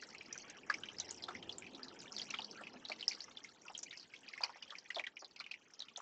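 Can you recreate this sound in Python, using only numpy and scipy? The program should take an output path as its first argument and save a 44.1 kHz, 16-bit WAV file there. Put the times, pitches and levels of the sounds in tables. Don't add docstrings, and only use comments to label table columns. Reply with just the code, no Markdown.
import sys
import numpy as np
from scipy import signal
from scipy.fft import rfft, irfft, next_fast_len
from scipy.io import wavfile
from scipy.ndimage import uniform_filter1d

SR = 44100
rng = np.random.default_rng(int(sys.argv[2]) if len(sys.argv) > 2 else 0)


def to_wav(sig):
    pcm = np.clip(np.atleast_2d(sig), -1, 1) * 32767
    pcm = np.round(pcm).astype(np.int16)
    wavfile.write(sys.argv[1], SR, pcm.T)


N = 265173

# (time [s], deep level [dB], bright level [dB])
PATTER_LEVELS = [(0.0, -66.5, -62), (0.44, -61.5, -68), (1.2, -64, -62.5), (1.57, -66, -66.5),
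                 (2.28, -62, -60), (2.78, -67.5, -69), (3.08, -62, -61), (3.55, -73.5, -68),
                 (4.75, -62.5, -67.5), (5.19, -78, -77), (5.66, -71.5, -75.5), (6.01, -71, -69.5)]
# (frequency [Hz], relative density [dB per Hz])
DEEP_COLOUR = [(290, -34), (500, -2), (1080, -8.5), (3190, -5), (4000, -27.5), (8800, -120)]
# (frequency [Hz], relative density [dB per Hz])
BRIGHT_COLOUR = [(1470, -21), (2500, -17.5), (5660, -4.5), (7310, -14), (8530, -22), (12000, -120)]
# (time [s], level [dB])
TRAFFIC_LEVELS = [(0, -65.5), (1.4, -59.5), (2.8, -63.5), (3.55, -69.5), (4.2, -71), (6.01, -75.5)]
# (frequency [Hz], relative density [dB per Hz])
RUMBLE_COLOUR = [(25, -23.5), (64, -17.5), (244, -2.5), (460, -5), (575, -10.5), (913, -9), (1500, -30.5),
                 (3300, -120)]
# (start [s], end [s], pitch [Hz], level [dB])
ENGINE_DRONES = [(.9, 1.703, 88.6, -74.5), (1.33, 1.498, 214, -62.5), (1.65, 1.92, 261, -61.5),
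                 (1.0, 2.002, 357, -68), (2.093, 2.69, 211, -66.5), (2.684, 2.988, 249, -64)]
# (time of bubble peak [s], strength [dB], pitch [Hz])
DROP_BUBBLES = [(0.0261, -44.5, 1647), (0.035, -45.5, 4570), (0.15, -44.5, 2240), (0.211, -46.5, 2360),
                (0.328, -33, 5910), (0.356, -48, 1495), (0.379, -38, 6020), (0.5, -43.5, 6350),
                (0.7, -36, 4690), (0.7004, -31, 1217), (0.7024, -26.5, 1660), (0.726, -46, 2170),
                (0.7411, -36.5, 5200), (0.7434, -35, 2300), (0.8364, -39.5, 3050), (0.8376, -50, 1560),
                (0.859, -50, 2430), (0.8881, -38, 3010), (0.986, -37, 5170), (1.0042, -33.5, 3910),
                (1.0006, -29, 5920), (1.092, -40, 5300), (1.11, -33, 6880), (1.1122, -57, 5200),
                (1.1269, -52, 7500), (1.2246, -39.5, 4750), (1.2397, -33.5, 4020), (1.287, -44.5, 3600),
                (1.2848, -38.5, 1307), (1.289, -46, 740), (1.3096, -46, 1205), (1.352, -38.5, 2065),
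                (1.428, -45, 3100), (1.4953, -34.5, 3310), (1.5263, -42, 4800), (1.5842, -37, 7280),
                (1.6237, -42.5, 2380), (1.6437, -50, 2450), (1.6674, -46.5, 2600), (1.7491, -41.5, 3900),
                (1.796, -49, 1304), (1.8328, -37.5, 4780), (1.884, -44, 4090), (2.0032, -43.5, 4940),
                (2.166, -32, 4570), (2.1827, -40, 3650), (2.186, -33.5, 5520), (2.198, -37.5, 3230),
                (2.206, -50, 5400), (2.2171, -33.5, 4580), (2.231, -42.5, 4860), (2.306, -36.5, 5900),
                (2.3083, -41, 4310), (2.308, -39, 2640), (2.34, -42.5, 1310), (2.341, -36.5, 2330),
                (2.345, -34.5, 3260), (2.3885, -32.5, 2940), (2.394, -47, 865), (2.4198, -38.5, 3720),
                (2.446, -36, 4540), (2.5127, -41.5, 5380), (2.611, -49.5, 686), (2.638, -44, 2510),
                (2.671, -41.5, 2530), (2.742, -55, 657), (2.8527, -37, 3910), (2.887, -39, 4360),
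                (2.899, -39, 4320), (2.8999, -40.5, 698), (2.919, -33, 2330), (2.9237, -41, 4460),
                (2.997, -46.5, 4530), (3.0073, -53, 2270), (3.01, -39, 4160), (3.0284, -35.5, 3010),
                (3.0816, -19, 5210), (3.094, -40, 4500), (3.113, -40.5, 2420), (3.1186, -35.5, 4540),
                (3.1238, -44, 2200), (3.1335, -43.5, 4600), (3.1498, -42, 4870), (3.2063, -36.5, 4610),
                (3.2194, -41, 5100), (3.2367, -49, 5100), (3.283, -54.5, 1200), (3.372, -38.5, 3520),
                (3.441, -45, 5620), (3.447, -45.5, 2120), (3.683, -44, 2670), (3.7015, -52.5, 830),
                (3.7516, -36.5, 3200), (3.7788, -36.5, 6520), (3.791, -39, 5900), (3.831, -38.5, 6980),
                (3.834, -34.5, 5820), (3.9107, -41.5, 3670), (3.9295, -48, 2290), (3.9747, -39.5, 5080),
                (3.998, -41.5, 4840), (4.011, -51.5, 4570), (4.1392, -43.5, 2190), (4.03, -49, 4650),
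                (4.1636, -51, 3300), (4.282, -47.5, 2510), (4.288, -45, 4720), (4.3371, -40, 2160),
                (4.379, -41, 2110), (4.4088, -42, 914), (4.4176, -42.5, 4450), (4.4332, -42.5, 990),
                (4.4363, -31, 2440), (4.4375, -22, 4820), (4.4466, -43, 940), (4.4948, -47.5, 940),
                (4.56, -59.5, 880), (4.6255, -43.5, 4930), (4.6271, -42, 2900), (4.707, -40.5, 3410),
                (4.724, -48.5, 1190), (4.7542, -44.5, 2400), (4.7856, -42, 4870), (4.905, -37, 1936),
                (4.906, -40, 2850), (4.9471, -37, 4300), (4.96, -34, 3570), (4.9681, -37.5, 680),
                (4.986, -35, 3330), (4.996, -47, 717), (4.9965, -31, 2270), (5.041, -36.5, 2260),
                (5.068, -40.5, 3250), (5.071, -38, 1930), (5.17, -42.5, 2400), (5.2222, -48, 684),
                (5.2469, -41.5, 4110), (5.312, -56, 4480), (5.3626, -48.5, 2540), (5.3635, -51.5, 4870),
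                (5.3926, -49, 4670), (5.401, -37, 4230), (5.4039, -48, 1344), (5.408, -42.5, 2340),
                (5.4415, -47.5, 2980), (5.465, -42, 2450), (5.5136, -35.5, 2530), (5.5163, -39, 4500),
                (5.5414, -41, 2330) , (5.738, -47, 5540), (5.794, -41.5, 5480), (5.8048, -36, 4040),
                (5.822, -39.5, 3720), (5.886, -47.5, 2900), (5.962, -39.5, 3510), (5.974, -38, 6230),
                (5.978, -52.5, 720), (6.003, -51, 1200)]
# (frequency [Hz], relative density [dB per Hz])
SPLASH_COLOUR = [(150, -18), (600, 1), (2500, -3), (5500, 0.5), (8500, -15.5)]
# (start [s], end [s], middle pitch [Hz], highest bubble peak [dB])
TRICKLE_RUNS = [(0.3, 0.369, 2100, -53.5), (0.395, 0.437, 5350, -49.5), (0.504, 0.573, 2030, -60.5),
                (2.558, 2.621, 1580, -51), (3.649, 3.696, 1154, -59), (3.857, 3.971, 2334, -50),
                (5.19, 5.227, 5500, -50)]

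GULP_DB, GULP_T60, GULP_OCT = -24, 0.065, 0.51
GULP_DEEP_DB = 2
TOP_HZ = 8689


def amp(db):
    return 10 ** (np.asarray(db) / 20)


def unit(x):
    return x / np.sqrt(np.mean(x ** 2) + 1e-20)


def curves(rows):
    s, *cols = np.transpose(rows)
    return [np.interp(np.arange(N) / SR, s, c) for c in cols]


def filtered(x, response):
    m = next_fast_len(N + 8192)
    spectrum = rfft(x, m) * response(np.fft.rfftfreq(m, 1 / SR))
    return irfft(spectrum, m)[..., :N]


def coloured(x, spectrum):
    f, db = np.transpose(spectrum)
    return unit(filtered(x, lambda hz: amp(np.interp(np.log(hz + 1), np.log(f + 1), db))))


def patchy(patchy_db, wide, long):
    z = signal.stft(rng.standard_normal(N), nperseg=256)[2]
    field = uniform_filter1d(rng.standard_normal(z.shape), round(wide), axis=0)
    field = uniform_filter1d(field, round(long), axis=1)
    return signal.istft(z * amp(patchy_db * unit(field)), nperseg=256)[1][:N]


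def bubbles(s, gain, hz, fade, swell, glide, size):
    s, gain, hz, fade = (np.asarray(v, float)[:, None] for v in (s, gain, hz, fade))
    step = np.arange(size) - size // 4
    t = step / SR
    before = np.exp(-(t / (swell * np.sqrt(fade * .001))) ** 2)
    after = np.exp(-(np.abs(t) / fade) ** 1.4)
    shape = np.where(t < 0, before, after)
    turns = hz * t * (1 + glide * np.tanh(t / (4 * fade))) + rng.random(s.shape)
    wave = gain * shape * np.sin(2 * np.pi * turns)
    at = np.clip(np.round(s * SR).astype(int) + step, 0, N)
    return np.bincount(at.ravel(), wave.ravel(), N + 1)[:N]


def grains(count, low_hz, high_hz, spread_db, cycles):
    clump = np.repeat(rng.random((count, 3)), 8, axis=0)
    draw = rng.random((len(clump), 4))
    late = 0.026 * draw[:, 0] ** 2
    place = np.clip(clump[:, 1] + 0.28 * (draw[:, 1] - .5), 0, 1)
    hz = low_hz * (high_hz / low_hz) ** place
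    size_db = -spread_db * np.log(1 - .95 * clump[:, 2]) - 7.3 * draw[:, 2] - 760 * late
    fade = cycles * (.5 + draw[:, 3]) / hz
    return unit(bubbles(clump[:, 0] * N / SR + late, amp(size_db) * np.sqrt(hz), hz, fade,
                        swell=.7, glide=.03, size=768))


def patter():
    deep_db, bright_db = curves(PATTER_LEVELS)
    deep = grains(count=800, low_hz=1112, high_hz=3910, spread_db=3, cycles=8.2)
    deep = deep + 0.89 * patchy(3.9, wide=4, long=6)
    bright = grains(count=900, low_hz=2810, high_hz=8130, spread_db=6, cycles=7)
    bright = bright + 0.46 * patchy(6.9, wide=5, long=6)
    return amp(deep_db) * coloured(deep, DEEP_COLOUR) + amp(bright_db) * coloured(bright, BRIGHT_COLOUR)


def drones():
    out, t = np.zeros(N), np.arange(N) / SR
    for start, end, pitch_hz, db in ENGINE_DRONES:
        half_width = .07 * pitch_hz
        band = unit(filtered(rng.standard_normal(N),
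                             lambda hz: 1 / (1 + ((hz - pitch_hz) / half_width) ** 2)))
        fade = np.clip(np.minimum(t - start, end - t) / .06, 0, 1)
        out += amp(db) * fade * band
    return out


def traffic():
    level_db, = curves(TRAFFIC_LEVELS)
    rumble = coloured(patchy(2.2, wide=2, long=20), RUMBLE_COLOUR)
    return amp(level_db) * rumble + drones()


def splashes():
    s, db, _ = np.transpose(DROP_BUBBLES)
    blows = np.bincount(np.round((s - .0022) * SR).astype(int), amp(0.66 * db), N)[:N]
    t = np.arange(SR // 8) / SR
    rise = 1 - np.exp(-t / 0.001)
    slap = amp(-30.5 - 60 * t / 0.013)
    wash = amp(-36.5 - 60 * t / 0.077)
    envelope = signal.fftconvolve(blows, rise * (slap + wash))[:N]
    return envelope * coloured(patchy(0.37, wide=5, long=3), SPLASH_COLOUR)


def gulps():
    out, t, f = np.zeros(N + SR), np.arange(SR // 8) / SR, np.fft.rfftfreq(SR // 8, 1 / SR)
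    for s, db, hz in DROP_BUBBLES:
        deep = np.log2(2000 / hz)
        band = np.exp(-(np.log2((f + 1) / hz) / (GULP_OCT * 1.75 ** deep)) ** 2)
        noise = unit(irfft(rfft(rng.standard_normal(len(t))) * band, len(t)))
        fall_db = 0.63 * db + GULP_DB + GULP_DEEP_DB * deep - 60 * t / (GULP_T60 * 1.5 ** deep)
        rise = 1 - np.exp(-t / 0.0009)
        start = round((s - .002 * 1.3 ** deep) * SR)
        out[start:][:len(t)] += amp(fall_db) * rise * noise
    return out[:N]


def main_bubbles():
    s, db, hz = np.transpose(DROP_BUBBLES)
    fade = 0.0041 * (np.maximum(hz, 1150) / 2000) ** -1.05
    ring = amp(db - 4 * np.clip(np.log2(1200 / hz), 0, 2))
    return bubbles(s, ring, hz, fade, swell=0.66, glide=0.0073, size=2048)


def spray():
    s, db, hz = np.transpose(DROP_BUBBLES)[..., None]
    draw = rng.random((len(s), 12, 3))
    late = -.011 * np.log(1 - draw[..., 0] / 1.03) - .0015
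    size_db = 0.75 * db - 17.0 - 300 * np.abs(late) - 8 * draw[..., 1]
    pitch = np.clip(hz * np.exp(0.4 * (draw[..., 2] - .45)), 300, 8400)
    return bubbles((s + late).ravel(), amp(size_db).ravel(), pitch.ravel(), (4.5 / pitch).ravel(),
                   swell=.7, glide=.04, size=1024)


def drops():
    return main_bubbles() + spray() + splashes() + gulps()


def runs():
    start, end, hz, db = np.transpose(TRICKLE_RUNS)[..., None]
    draw = rng.random((3, len(TRICKLE_RUNS), 24))
    s = start + (end - start) * draw[0]
    pitch = (hz * np.exp(0.46 * (draw[1] - .5))).ravel()
    gain = amp(db - 10.2 * draw[2])
    return bubbles(s.ravel(), gain.ravel(), pitch, 7.5 / pitch, swell=0.74, glide=0.011, size=1024)


def basin(x):
    out, hop, t = np.zeros(N + SR), SR // 4, np.arange(SR // 8) / SR
    for start in range(0, N, hop):
        envelope = amp(-60 * t / 0.082) * np.clip(t / 0.0023, 0, 1)
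        tail = rng.standard_normal(len(t)) * envelope
        wet = signal.fftconvolve(x[start:start + hop], tail / np.linalg.norm(tail))
        out[start:start + len(wet)] += wet
    return out[:N]


def scene():
    water = patter() + drops() + runs()
    return (water + amp(-13.5) * basin(water) + traffic())[None]


def record(dry):
    return filtered(dry, lambda hz: (hz < TOP_HZ) / np.sqrt(1 + (hz / 7900) ** 40))


dry = scene()
out = record(dry)
to_wav(out)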